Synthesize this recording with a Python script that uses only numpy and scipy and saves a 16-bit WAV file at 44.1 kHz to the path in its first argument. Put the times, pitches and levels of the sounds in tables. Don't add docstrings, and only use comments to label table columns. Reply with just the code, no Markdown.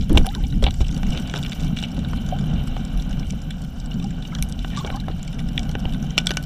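import sys
import numpy as np
from scipy import signal
from scipy.fft import rfft, irfft, next_fast_len
from scipy.io import wavfile

SR = 44100
rng = np.random.default_rng(int(sys.argv[2]) if len(sys.argv) > 2 else 0)


def unload_audio(sound):
    columns = np.transpose(np.atleast_2d(sound))
    steps = np.round(np.clip(columns, -1, 1) * 32767)
    wavfile.write(sys.argv[1], SR, steps.astype(np.int16))


N = 284445

# centre_hz, width_hz, gain_db
HOUSING_MODES = [
    [(506, 193, -2), (761, 104, 3), (993, 260, -8.5), (1496, 157, -3)],
    [(1970, 134, -5.5), (2306, 130, 3), (2900, 260, 7.5), (3154, 263, 4), (3466, 360, 0), (4030, 360, -5)],
    [(4520, 210, -5), (4770, 160, -5.5), (5306, 570, -2.5), (6010, 610, -2.5), (7074, 260, -4.5),
     (8060, 840, -10.5)],
    [(9580, 630, -21.5), (10620, 390, -12), (15060, 2400, -12)],
]
LOW, MIDDLE, HIGH, TOP = range(4)


def from_db(db):
    return 10 ** (np.asarray(db) / 20)


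def rms_one(x):
    return x / np.sqrt(np.mean(x ** 2) + 1e-20)


def in_time(rows):
    s, *columns = np.transpose(rows)
    return [np.interp(np.arange(N) / SR, s, c) for c in columns]


def drift(rate_hz):
    r = np.exp(-80 * np.pi * rate_hz / SR)
    noise = rng.standard_normal(N // 40 + 2002)
    slow = signal.lfilter([1], [1, -2 * r, r * r], noise)[2000:]
    return np.interp(np.arange(N) / 40, np.arange(len(slow)), rms_one(slow))


def resonance(x, hz, width_hz):
    r = np.exp(-np.pi * width_hz / SR)
    zeros = np.array([1, 0, -1]) * (1 - r * r) / 2
    poles = [1, -2 * r * np.cos(2 * np.pi * hz / SR), r * r]
    return signal.lfilter(zeros, poles, x)


def coloured(spectrum):
    size = next_fast_len(N)
    hz = np.maximum(np.arange(size // 2 + 1) * SR / size, 1)
    points = np.array(spectrum)
    gain_db = np.interp(np.log(hz), np.log(points[:, 0]), points[:, 1], left=-90, right=-90)
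    noise = rfft(rng.standard_normal(size))
    return rms_one(irfft(noise * from_db(gain_db), size)[:N])


def add(out, s, sound):
    at = round(s * SR)
    out[at:at + len(sound)] += sound[:N - at]


def register(x, index, uneven_db=0):
    modes = HOUSING_MODES[index]
    luck_db = np.zeros((1, len(modes)))
    if uneven_db:
        luck_db = uneven_db * rng.standard_normal((len(x), len(modes), 1))
    return sum((-1) ** k * from_db(db + luck_db[:, k]) * resonance(x, hz, width_hz)
               for k, (hz, width_hz, db) in enumerate(modes))


def grains(per_s, spread_db):
    sizes = from_db(spread_db * np.minimum(rng.exponential(1, N), 4)) * rng.choice([-1, 1], N)
    return sizes * (rng.random(N) < per_s / SR) + 1e-18


def fine_hiss(level_db):
    return from_db(level_db + 1.4 * drift(3.2)) * rms_one(register(rng.standard_normal(N), TOP))


def buffeting(level_db, surge_db):
    # frequency_hz, relative_level_db
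    spectrum = [(10, -21), (16, -11.5), (25, -3), (40, -4.5), (60, -9.5), (80, -10), (100, -21.5),
                (125, -13.5), (200, -32)]
    return from_db(level_db + 0.49 * surge_db + 0.87 * drift(7.0)) * coloured(spectrum)


def pump_rumble(level_db, surge_db):
    # frequency_hz, relative_level_db
    spectrum = [(80, -38), (112, -15), (140, 0.5), (172, 1), (210, -4), (250, -6.5), (290, -14), (340, -25),
                (440, -28.5), (600, -40)]
    return from_db(level_db + surge_db + 0.42 * drift(12.5)) * coloured(spectrum)


def rush(level_db, index):
    waver = from_db(0.91 * drift(4.6) + 1.6 * drift(45.0))
    return from_db(level_db) * rms_one(register(waver * rng.standard_normal(N), index))


def jet(level_db):
    hiss = rush(0, MIDDLE)
    singing = from_db(-2.5 + 2.9 * drift(3.9)) * resonance(hiss, 3100, 140)
    sand = grains(400 * from_db(1.8 * drift(9.9)), spread_db=14.0)
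    crackle = rms_one(register(sand, MIDDLE))
    return from_db(level_db) * rms_one(hiss + singing + from_db(-14) * crackle)


def froth():
    # start_s, end_s, mean_peak_db
    swarms = [(0.093, 0.447, -48.5), (0.948, 1.707, -54.5), (4.298, 4.364, -43.5), (4.711, 4.839, -44),
              (4.841, 4.988, -42), (5.066, 5.117, -52.5)]
    per_s, low_hz, octaves, cycles = 150, 552, 1.99, 29
    rows = []
    for start, end, peak_db in swarms:
        count = round(per_s * (end - start))
        for when, size, luck, slide in rng.random((count, 4)):
            s = start + when * (end - start)
            hz = low_hz * 2 ** (octaves * size)
            rise_per_s = 3.3 * (2.6 * slide - 0.6)
            rows.append((s, peak_db + 12 * (luck - 0.5), hz, cycles / hz, rise_per_s))
    return rows


def bubbles():
    # start_s, peak_db, start_hz, t60_s, rise_per_s (share of pitch)
    nozzle_bubbles = [(.245, -32.5, 1530, 0.022, 4), (.273, -23, 732, 0.065, 4.5),
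                      (.25, -40, 796, 0.022, 4), (.25, -42, 1060, 0.022, 3), (.333, -41, 1234, .04, 15.5),
                      (.355, -38, 920, 0.045, 11), (.367, -45, 1520, .03, 0), (.379, -38, 870, 0.054, -4),
                      (.403, -45, 1510, 0.043, 2), (.44, -39, 745, 0.049, 6), (2.323, -21, 701, 0.068, 5),
                      (2.324, -27.5, 595, 0.043, -1), (3.915, -30.5, 2900, 0.015, -3),
                      (4.018, -44, 1080, 0.048, 9), (4.043, -33, 782, 0.054, 2),
                      (4.059, -41, 2900, 0.023, -4), (4.325, -33, 1300, 0.03, 1),
                      (4.733, -40, 1830, .025, 0), (4.743, -43, 2330, .03, -1),
                      (4.772, -27, 1125, 0.057, 3), (4.809, -34, 1080, 0.04, 1), (4.85, -35, 1104, .03, 2),
                      (4.852, -38, 630, 0.049, -2), (4.873, -32, 2310, 0.019, -5.),
                      (4.878, -31, 835, .03, 1), (4.925, -43, 4000, .02, -1), (4.94, -32, 1017, 0.046, 4),
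                      (4.944, -29.5, 765, 0.089, 3), (5, -28, 3850, 0.0078, 2.5),
                      (5.037, -42, 1630, .025, 2)]
    out, t = np.zeros(N), np.arange(8192) / SR
    wobble = from_db(0.77 * drift(77.0))
    for s, peak_db, hz, t60_s, rise_per_s in [*nozzle_bubbles, *froth()]:
        shape = (1 - np.exp(-t / 0.0016)) * from_db(-60 * (t / t60_s) ** 1.56)
        tone = np.sin(2 * np.pi * hz * (t + rise_per_s * t * t / 2))
        add(out, s, from_db(peak_db) * shape / shape.max() * tone)
    return wobble * out


def thumps():
    # start_s, peak_db, swing_hz, t60_s, direction (+1 or -1)
    surges = [(0.099, -9, 21, 0.22, 1), (0.146, -5, 44, 0.086, 1), (0.164, -2.5, 65, 0.053, 1),
              (0.194, -8.5, 21.2, 0.3, 1), (0.435, -10, 65.5, 0.087, -1), (0.64, -5, 56, 0.083, -1),
              (0.811, -5.5, 55, 0.038, -1), (1.091, -12, 31, 0.048, 1), (2.957, -16, 42, 0.32, 1),
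              (4.413, -15, 46.5, 0.15, -1), (5.859, -10.5, 62, 0.035, 1)]
    out, t = np.zeros(N), np.arange(16384) / SR
    for s, peak_db, hz, t60_s, direction in surges:
        swing = (1 - np.exp(-t / 0.00076)) * from_db(-60 * t / t60_s) * np.sin(2 * np.pi * hz * t)
        add(out, s, direction * from_db(peak_db) * swing / np.abs(swing).max())
    return out


def grit(level_db):
    contacts = grains(800 * from_db(7.3 * drift(25.0)), spread_db=4.5)
    dealt = rng.integers(0, 12, N)
    ticks = np.zeros(N)
    for k, hz in enumerate(np.geomspace(3500, 14000, 12)):
        once = resonance(contacts * (dealt == k) + 1e-18, hz, 0.11 * hz)
        ticks += resonance(once, hz, 0.11 * hz)
    ticks = rms_one(ticks)
    high = ticks + from_db(2.5 + 2.0 * drift(50.0) + 2.5 * drift(13.0)) * rng.standard_normal(N)
    top = ticks + from_db(0.5 + 1.9 * drift(40.0) + 2.3 * drift(11.0)) * rng.standard_normal(N)
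    return from_db(level_db) * rms_one(register(high, HIGH) + from_db(2.5) * register(top, TOP))


def housing_body(x):
    return resonance(resonance(x, 165, 126), 270, 165)


def scrapes():
    # start_s, end_s, body_rms_db, low_rms_db, middle_rms_db, high_rms_db
    strokes = [(0.095, 0.161, -17.5, -43, -47, -51), (0.145, 0.231, -21, -36.5, -41, -49),
               (0.34, 0.474, -37, -63, -63, -73), (0.63, 0.645, -27, -24, -40, -55),
               (0.636, 0.677, -24, -28.5, -29, -47), (0.664, 0.709, -31.5, -33, -33, -68),
               (0.803, 0.834, -18.5, -29, -29, -34), (1.034, 1.7, -52, -63, -52, -68),
               (1.06, 1.142, -54, -52, -50, -63), (1.252, 1.335, -56, -65, -50, -71),
               (1.117, 1.235, -37.5, -41.5, -41, -50.5), (1.345, 1.406, -37, -34.5, -36, -48),
               (1.512, 1.535, -37, -50, -35, -45), (1.592, 1.679, -45, -56, -62, -58),
               (1.763, 1.818, -70, -67, -32.5, -45.5), (1.824, 1.862, -50, -34.5, -27, -40),
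               (4.717, 4.844, -57, -54, -44.5, -60), (4.765, 4.809, -60, -52, -51, -42),
               (4.83, 4.95, -44, -42, -52, -72), (4.941, 4.98, -46, -48, -60, -57),
               (5.083, 5.11, -30, -35, -46, -61), (6.17, 6.229, -51, -33, -41, -47),
               (6.286, 6.33, -53, -42, -44, -44)]
    t, out = np.arange(N) / SR, np.zeros(N)
    for k in range(4):
        envelope = np.zeros(N)
        for start, end, *levels_db in strokes:
            fade = np.minimum((t - start) / 0.0026, (end - t) / 0.053)
            envelope += from_db(levels_db[k]) * np.clip(fade, 0, 1)
        contacts = grains(2500 * from_db(5.9 * drift(65.0)), spread_db=-8.5)
        body = housing_body if k == 0 else lambda x: register(x, k - 1)
        out += body(envelope * contacts) / np.std(body(contacts))
    return out


def knocks():
    # start_s, thud_peak_db, ring_level_db, pipe_mode (index)
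    blows = [(0.099, -33, -30, 0), (.13, -34, -36, 0), (.149, -33, -27, 2), (.159, -32, -22, 2),
             (.174, -9.5, -20, 1), (0.1772, -16.5, -25, 2), (.247, -42, -28, 2), (0.256, -26, -40, 2),
             (.265, -24.5, -28, 2), (0.626, -22, -17.5, 1), (0.631, -21, -19, 1), (0.639, -25, -42, 1),
             (0.666, -28, -15.5, 2), (0.674, -43, -49, 3), (.68, -34, -22, 2), (.687, -36, -25.5, 2),
             (.809, -33, -26.5, 2), (0.969, -32, -32, 1), (1.031, -43, -28, 2), (1.34, -19, -48, 3),
             (1.978, -26, -34, 1), (2.133, -21.5, -40, 3), (2.325, -44, -38, 1), (2.766, -22.5, -28, 2),
             (3.334, -33, -34, 0), (4.646, -20.5, -28, 2), (4.847, -16.5, -41, 1), (4.902, -25, -45, 0),
             (5.083, -24, -23.5, 2), (5.1, -24.5, -44, 1), (5.753, -15.5, -26, 2), (5.85, -27, -36, 2),
             (5.855, -23.5, -48, 2), (6.179, -13, -26, 3), (6.18, -28, -21, 4), (6.185, -34, -30, 4),
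             (6.268, -29, -30.5, 3), (6.307, -15, -47, 3), (6.315, -21, -32, 3), (6.37, -24, -28, 3),
             (6.373, -43, -27.5, 4)]
    # ring_hz, t60_s
    pipe_modes = [(425, 0.047), (530, 0.07), (780, 0.042), (1490, 0.13), (2950, 0.056)]
    thud_top_hz = [604, 610, 800, 1310, 1600]
    out, t = np.zeros(N), np.arange(8192) / SR
    for s, thud_db, ring_db, mode in blows:
        hz, t60_s = pipe_modes[mode]
        band = signal.butter(2, [180, thud_top_hz[mode]], "band", fs=SR, output="sos")
        push = rng.standard_normal(len(t)) + 1.05 * (t == 0)
        thud = signal.sosfilt(band, push * from_db(-60 * t / 0.015))
        tone = np.sin(2 * np.pi * hz * t) + 0.08 * np.sin(2 * np.pi * 1.2 * hz * t)
        ring = tone * from_db(-60 * t / t60_s)
        add(out, s, from_db(thud_db) * thud / np.abs(thud).max() + from_db(ring_db) * ring)
    return out


def pebbles(grit_db):
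    mean_peak_db = [-50, -41, -42, -40, -50]
    count, spread_db = 36, 5
    at = rng.random(count) * (N - 1)
    peaks_db = mean_peak_db + spread_db * rng.standard_normal((count, 5))
    peaks_db += grit_db[at.astype(int), None] - grit_db.mean()
    return np.column_stack([at / SR, peaks_db])


def clicks(grit_db):
    # band1_db, band2_db, band3_db, band4_db, band5_db
    stone_rows = [(0.0088, -57, -33, -32.5, -33, -55.0), (0.0265, -58.0, -48.0, -51, -38, -64),
                  (0.0328, -61, -51.0, -36, -56.0, -66.0), (0.041, -57.0, -50.0, -54.0, -41, -47),
                  (0.0945, -35, -50.0, -30, -36, -35), (0.1291, -49.0, -49, -53.0, -36, -24),
                  (0.1539, -42, -34, -42, -44, -53), (0.1735, -32, -4, -9, -16.5, -21),
                  (0.1765, -39, -6, -19, -21, -32), (0.181, -30, -26, -32, -18.5, -26),
                  (0.1922, -39, -38, -40, -45, -44), (0.2593, -52.0, -33, -52.0, -37, -33),
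                  (0.2662, -30, -27, -33.0, -23, -19.5), (0.2893, -54, -37, -21.5, -48, -66.0),
                  (0.341, -48, -36, -45, -52, -62), (0.3496, -27.5, -43, -23, -22, -42),
                  (0.4379, -61, -30, -33, -51, -68.0), (0.4465, -60.0, -37, -37, -57.0, -61.0),
                  (0.4683, -64, -58, -53, -34, -58), (0.501, -60, -51, -38, -41, -61),
                  (0.54, -60, -36, -52, -56, -58), (0.624, -34, -27, -28, -39, -48),
                  (0.629, -32, -38, -32, -29, -34), (0.6397, -38, -18, -14, -19, -43),
                  (0.643, -36, -17, -30, -36, -50), (0.6585, -44, -37, -32, -44, -60),
                  (0.6651, -38, -13.5, -17, -46, -64), (0.668, -40, -18, -24, -46, -64),
                  (0.674, -43, -25, -25, -50, -64), (0.679, -38, -36, -32, -50, -64),
                  (0.685, -42, -30, -28, -50, -64), (0.7076, -40, -32, -28.0, -24.5, -40),
                  (0.7406, -38, -39, -45, -31, -49), (0.8141, -40, -33, -29, -31, -33),
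                  (0.8427, -57, -31.5, -43, -45, -64.0), (0.8828, -57, -49, -39, -27, -47),
                  (0.8905, -52, -29, -43, -44.0, -57.0), (0.9111, -58, -49, -35, -36, -51.0),
                  (0.9448, -55.0, -46, -47, -29.5, -49), (0.9644, -54.0, -31, -42, -35, -47.0),
                  (0.9761, -47, -43, -40.0, -33, -38), (1.0313, -26, -30, -40, -31, -52),
                  (1.0669, -41, -33, -43, -35, -48), (1.0873, -49, -42, -53, -39, -49),
                  (1.1045, -50, -45, -53, -29, -49), (1.132, -44, -44, -58, -33, -48),
                  (1.1487, -43, -27, -52.0, -39, -59.0), (1.1745, -37, -28, -22.5, -29, -36),
                  (1.1979, -49, -44, -53, -32, -50), (1.2249, -45, -47, -43, -52, -59),
                  (1.2735, -49.0, -35, -45, -33, -43), (1.297, -49, -27.5, -35, -28.5, -52),
                  (1.311, -47, -33, -47, -45, -46), (1.3383, -19.5, -22, -32, -31, -44),
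                  (1.3524, -43, -33, -36, -40, -48.0), (1.36, -38, -33, -24, -27, -43),
                  (1.3683, -50, -34, -23, -28.5, -49), (1.3766, -46, -45, -45, -25, -46),
                  (1.3872, -38, -31, -33, -38, -41), (1.4343, -46, -27, -41, -27, -52),
                  (1.4484, -34, -23.5, -30, -44, -40.0), (1.4647, -41, -22.5, -33, -31, -50),
                  (1.481, -49, -44, -48, -39, -59), (1.4957, -50, -32, -45, -27.5, -53),
                  (1.5105, -47, -44, -52, -35, -59), (1.5194, -32, -30, -26, -39, -45),
                  (1.5248, -48.0, -25, -33, -34, -54.0), (1.5308, -45, -27, -33.0, -31.0, -42.0),
                  (1.5961, -52, -35, -37, -38, -51), (1.6053, -48, -49, -46, -31, -52),
                  (1.6119, -50, -43, -50, -41, -47), (1.6247, -51.0, -47.0, -47, -34, -52.0),
                  (1.6332, -52, -35, -40, -38, -46), (1.6455, -52, -47, -53, -33, -41),
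                  (1.6659, -51, -38, -42, -43, -48), (1.6776, -57, -41, -39.0, -39, -60.0),
                  (1.7698, -34.0, -19.5, -29, -40, -42), (1.7878, -34, -36, -20, -31, -41.0),
                  (1.8, -52, -43, -45, -34, -44), (1.8159, -52, -52, -49, -37, -55),
                  (1.8257, -46, -42, -33, -33, -51.0), (1.8372, -49, -17, -23.5, -34, -44),
                  (1.8554, -51, -52, -41, -46, -62), (1.8825, -47, -48, -52, -42, -52),
                  (1.9153, -53, -49.0, -53.0, -36.5, -54), (1.9443, -51.0, -46, -39, -56, -45),
                  (1.9644, -53, -34, -41.0, -59.0, -65.0), (1.9901, -38, -50, -36, -36, -46),
                  (2.0471, -33, -46, -26, -46, -61.0), (2.0847, -48, -39, -51, -48, -41),
                  (2.1594, -39, -43, -41.0, -43, -52), (2.1721, -51.0, -51, -33, -50, -46),
                  (2.2624, -52.0, -48, -42.0, -35, -46), (2.2886, -36.0, -52, -44, -30, -53),
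                  (2.3866, -33, -39, -32, -37, -52), (2.4085, -50.0, -49.0, -40, -37, -73),
                  (2.5358, -46, -44, -52, -37, -65.0), (2.636, -51, -41, -54.0, -42, -44),
                  (2.6732, -31.5, -39, -53.0, -34, -41), (2.7656, -47, -32, -42, -50, -66.0),
                  (2.7752, -46, -49.0, -54.0, -46, -58), (2.8507, -51.0, -49.0, -56, -27.0, -46),
                  (2.9733, -50.0, -33, -43, -38, -42), (3.0219, -45, -48.0, -52, -34, -60),
                  (3.093, -44, -44, -54.0, -39, -44), (3.1086, -36, -48, -48, -35.5, -55.0),
                  (3.1286, -46, -30, -39, -40, -41), (3.1955, -48, -49.0, -57, -32, -44),
                  (3.228, -47, -33, -43, -58, -59), (3.3007, -55.0, -29, -51, -39, -44),
                  (3.3063, -55.0, -31, -45, -22, -38), (3.3216, -54, -41, -46.0, -43, -45),
                  (3.4173, -55.0, -59, -58.0, -36.5, -54), (3.5063, -33.5, -32, -30, -34, -40),
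                  (3.6173, -56, -40, -74, -37, -47), (3.7993, -57, -55, -45, -34, -71.0),
                  (3.8584, -53, -52, -47, -34.5, -51.0), (3.9153, -56.0, -45, -39, -53, -59),
                  (3.9317, -55.0, -41, -38, -51, -56.0), (3.94, -55.0, -48, -56.0, -37, -59),
                  (3.9981, -54.0, -35, -36, -44, -56), (4.0249, -44, -39, -40, -38, -56.0),
                  (4.0419, -55, -39, -56.0, -29.5, -56), (4.1053, -39, -54.0, -57.0, -35.5, -66),
                  (4.2232, -42, -43, -57.0, -45, -59), (4.251, -53.0, -28, -36, -45.0, -54.0),
                  (4.2732, -57, -55, -58, -36, -47), (4.3502, -29, -40, -21.5, -25, -48),
                  (4.3854, -33, -55, -32, -33.5, -70), (4.425, -32, -20.5, -25, -15.5, -10),
                  (4.4342, -55, -55.0, -55.0, -43.0, -31), (4.487, -54.0, -48, -55.0, -39, -37),
                  (4.4957, -54.0, -54, -45, -38, -39), (4.5146, -55.0, -52, -58, -48, -50),
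                  (4.5236, -39, -44, -34, -24, -53), (4.591, -51, -35, -28, -36, -47),
                  (4.628, -55.0, -52.0, -47, -50, -44), (4.6458, -26, -28, -33, -49, -60.0),
                  (4.6785, -51, -49, -40, -41, -52), (4.7097, -52, -34, -53, -49, -59),
                  (4.716, -51, -37, -53, -52, -59), (4.7334, -43, -43, -50, -50, -60),
                  (4.748, -48, -34, -41, -43, -54), (4.7638, -45, -31, -29, -39, -51),
                  (4.7722, -30, -40, -27.5, -25, -48), (4.7782, -37, -46.0, -38.0, -29, -53),
                  (4.7886, -42, -43, -31, -28, -49), (4.794, -48, -44, -31, -40, -52),
                  (4.799, -50, -47, -54, -39, -54), (4.8054, -50, -48, -33, -57, -65),
                  (4.8469, -41, -27, -25, -54, -56.0), (4.8732, -31, -33, -58, -38, -55.0),
                  (4.9012, -29, -23, -33, -54, -41), (4.9593, -47, -57, -54.0, -29, -46),
                  (5.0008, -48, -39, -36, -37, -43), (5.009, -44, -43, -41, -46, -55),
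                  (5.0837, -48, -42, -34, -56, -47), (5.1002, -53.0, -48, -47, -53, -60),
                  (5.1115, -57, -53, -39, -61.0, -65), (5.229, -59, -37, -52, -27, -36),
                  (5.2488, -47, -51.0, -55.0, -42, -53), (5.277, -53.0, -32, -47, -31, -50),
                  (5.3276, -52.0, -36, -37.5, -37, -46), (5.3424, -57, -51.0, -54.0, -41, -56),
                  (5.3862, -52.0, -31, -53, -46, -51.0), (5.3914, -42, -31, -38, -34, -51.0),
                  (5.4012, -54, -37, -38, -43, -46.0), (5.4381, -54, -50, -51, -57, -65.0),
                  (5.5307, -52.0, -52.0, -56.0, -43, -49), (5.5777, -42, -9.5, -18, -27.0, -37),
                  (5.593, -53, -21, -37, -21.5, -42), (5.6308, -51.0, -37, -40.0, -32.0, -55),
                  (5.692, -50.0, -30, -36, -32, -40), (5.7522, -20, -20.5, -39, -35, -52.0),
                  (5.7922, -51.0, -47, -42, -38, -50), (5.8535, -49, -19, -49, -46, -53),
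                  (5.9228, -42, -36, -43, -43, -43), (5.935, -46.0, -36.0, -34.5, -36, -46),
                  (5.945, -31.5, -45, -31, -46, -47), (6.0255, -41, -42, -48, -34, -50),
                  (6.0648, -46, -47, -57.0, -42, -48), (6.1054, -52.0, -36, -41, -29, -51),
                  (6.1786, -41, -1, -9, -9.5, -23), (6.1852, -31, -9.5, -15, -8.5, -40),
                  (6.2011, -38, -28, -34, -40, -50), (6.2592, -43.0, -43, -51.0, -26, -59.0),
                  (6.2695, -23.5, -15, -8, -9.5, -25), (6.2924, -28, -24, -21, -33, -33),
                  (6.3069, -21.5, -17, -23, -18, -31.0), (6.3095, -22, -33, -34, -28, -33),
                  (6.3154, -26, -24, -29, -22, -32.0), (6.3363, -42.0, -35, -35, -37, -44),
                  (6.3455, -52, -43, -51, -48, -45), (6.357, -52, -45, -47, -51, -44),
                  (6.3706, -18.5, -13.5, -37, -12, -24), (6.4074, -49.0, -50.0, -47, -56.0, -51.0),
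                  (6.4258, -52.0, -36, -51.0, -37, -36), (6.4359, -53, -44.0, -42, -47, -41)]
    edges_hz = [1050, 1800, 3250, 4300, 8800, 13000]
    mode_spread_db = [1.6, 3.86, 5.6, 3.6]
    t60_s, tail_db, tail_t60_s = 0.016, -21, 0.11
    soft_db, hard_db, soft_rise_s = -38.5, -23, 0.0005
    out, t = np.zeros(N), np.arange(3072) / SR
    rows = np.vstack([stone_rows, pebbles(grit_db)])
    start_s, peaks_db = rows[:, 0], rows[:, 1:]

    decay = from_db(-60 * t / t60_s) + from_db(tail_db - 60 * t / tail_t60_s)
    cracks = rng.standard_normal((len(rows), len(t))) * decay
    hard = np.clip((peaks_db.max(axis=1, keepdims=True) - soft_db) / (hard_db - soft_db), 0, 1)
    cracks *= 1 - (1 - hard) * np.exp(-t / soft_rise_s)
    cracks[:, :1] += 4.05 * hard * np.sign(cracks[:, :1])
    cracks *= 1 + 2.77 * hard * np.exp(-t / 0.000053)

    rung = sum(register(cracks, k, mode_spread_db[k]) for k in range(len(HOUSING_MODES)))
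    sounds = np.zeros_like(rung)
    for k, edges in enumerate(zip(edges_hz, edges_hz[1:])):
        band = signal.butter(3, edges, "band", fs=SR, output="sos")
        ring = signal.sosfilt(band, rung)
        ring /= np.abs(ring).max(axis=1, keepdims=True)
        sounds += (-1) ** k * from_db(peaks_db[:, [k]]) * ring
    for s, sound in zip(start_s, sounds):
        add(out, s, sound)
    return out


def dead_spot(x):
    return x - 0.45 * resonance(x, 2520, 260)


def scene():
    buffeting_db, rumble_db = in_time([(0.0, -21, -17.5), (0.05, -20.5, -31.5), (0.16, -12.5, -23),
                                       (0.32, -29.5, -32), (0.55, -22, -24.5), (0.66, -17.5, -24),
                                       (0.74, -23.5, -32.5), (0.83, -18.5, -35.5), (0.9, -25.5, -28.5),
                                       (1.09, -26, -24.5), (1.26, -29.5, -31.5), (1.42, -25.5, -26),
                                       (1.54, -28.5, -32.5), (1.65, -25, -25.5), (1.85, -29, -28),
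                                       (2.05, -22.5, -25.5), (2.25, -28, -27), (2.48, -23.5, -23),
                                       (2.65, -24.5, -26.5), (2.84, -27, -29.5), (3.1, -25, -27.5),
                                       (3.35, -30, -30), (3.55, -28.5, -33), (3.72, -29.5, -34.5),
                                       (3.9, -32, -33.5), (3.97, -29, -24), (4.18, -29.5, -29.5),
                                       (4.32, -32.5, -30), (4.55, -26, -32.5), (4.8, -28, -29.5),
                                       (5.0, -25, -28.5), (5.2, -26.5, -32.5), (5.4, -30.5, -29.5),
                                       (5.58, -24, -26.5), (5.7, -24, -29.5), (5.84, -29, -28),
                                       (6.02, -26, -26), (6.2, -31.5, -27.5), (6.45, -28, -31.5)])
    deep_db, jet_db, grit_db = in_time([(0.0, -49.5, -51.5, -57), (0.25, -56, -48.5, -52.5),
                                        (0.52, -53, -52.5, -54.5), (0.86, -49, -50, -54),
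                                        (1.08, -45.5, -47, -52.5), (1.33, -43, -48.5, -52.5),
                                        (1.6, -46, -49.5, -52), (1.89, -46, -47, -57),
                                        (2.25, -44.5, -46, -56), (2.64, -43.5, -44.5, -56.5),
                                        (3.03, -44.5, -45.5, -56), (3.27, -48, -47, -58.5),
                                        (3.65, -49, -53, -58), (4.0, -47, -51, -58),
                                        (4.42, -47.5, -51, -56), (4.87, -47, -48.5, -55.5),
                                        (5.06, -48, -49, -58.5), (5.41, -47, -50.5, -56.5),
                                        (5.8, -44, -48.5, -56.5), (6.16, -46.5, -47, -57),
                                        (6.45, -46.5, -54, -56.5)])
    surge_db = drift(9.8)
    low = buffeting(buffeting_db, surge_db) + pump_rumble(rumble_db, surge_db)
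    flow = rush(deep_db + 0.87 * surge_db, LOW) + jet(jet_db) + fine_hiss(-92.0)
    water = low + flow + bubbles() + thumps()
    stones = grit(grit_db) + scrapes() + knocks() + clicks(grit_db)
    return dead_spot(water + stones)[None]


def record(dry):
    rounded = 1.2 * np.tanh(dry / 1.2)
    softened = signal.sosfilt(signal.butter(8, 15300, fs=SR, output="sos"), rounded)
    return signal.sosfilt(signal.cheby2(10, 50, 16400, fs=SR, output="sos"), softened)


dry = scene()
out = record(dry)
unload_audio(out)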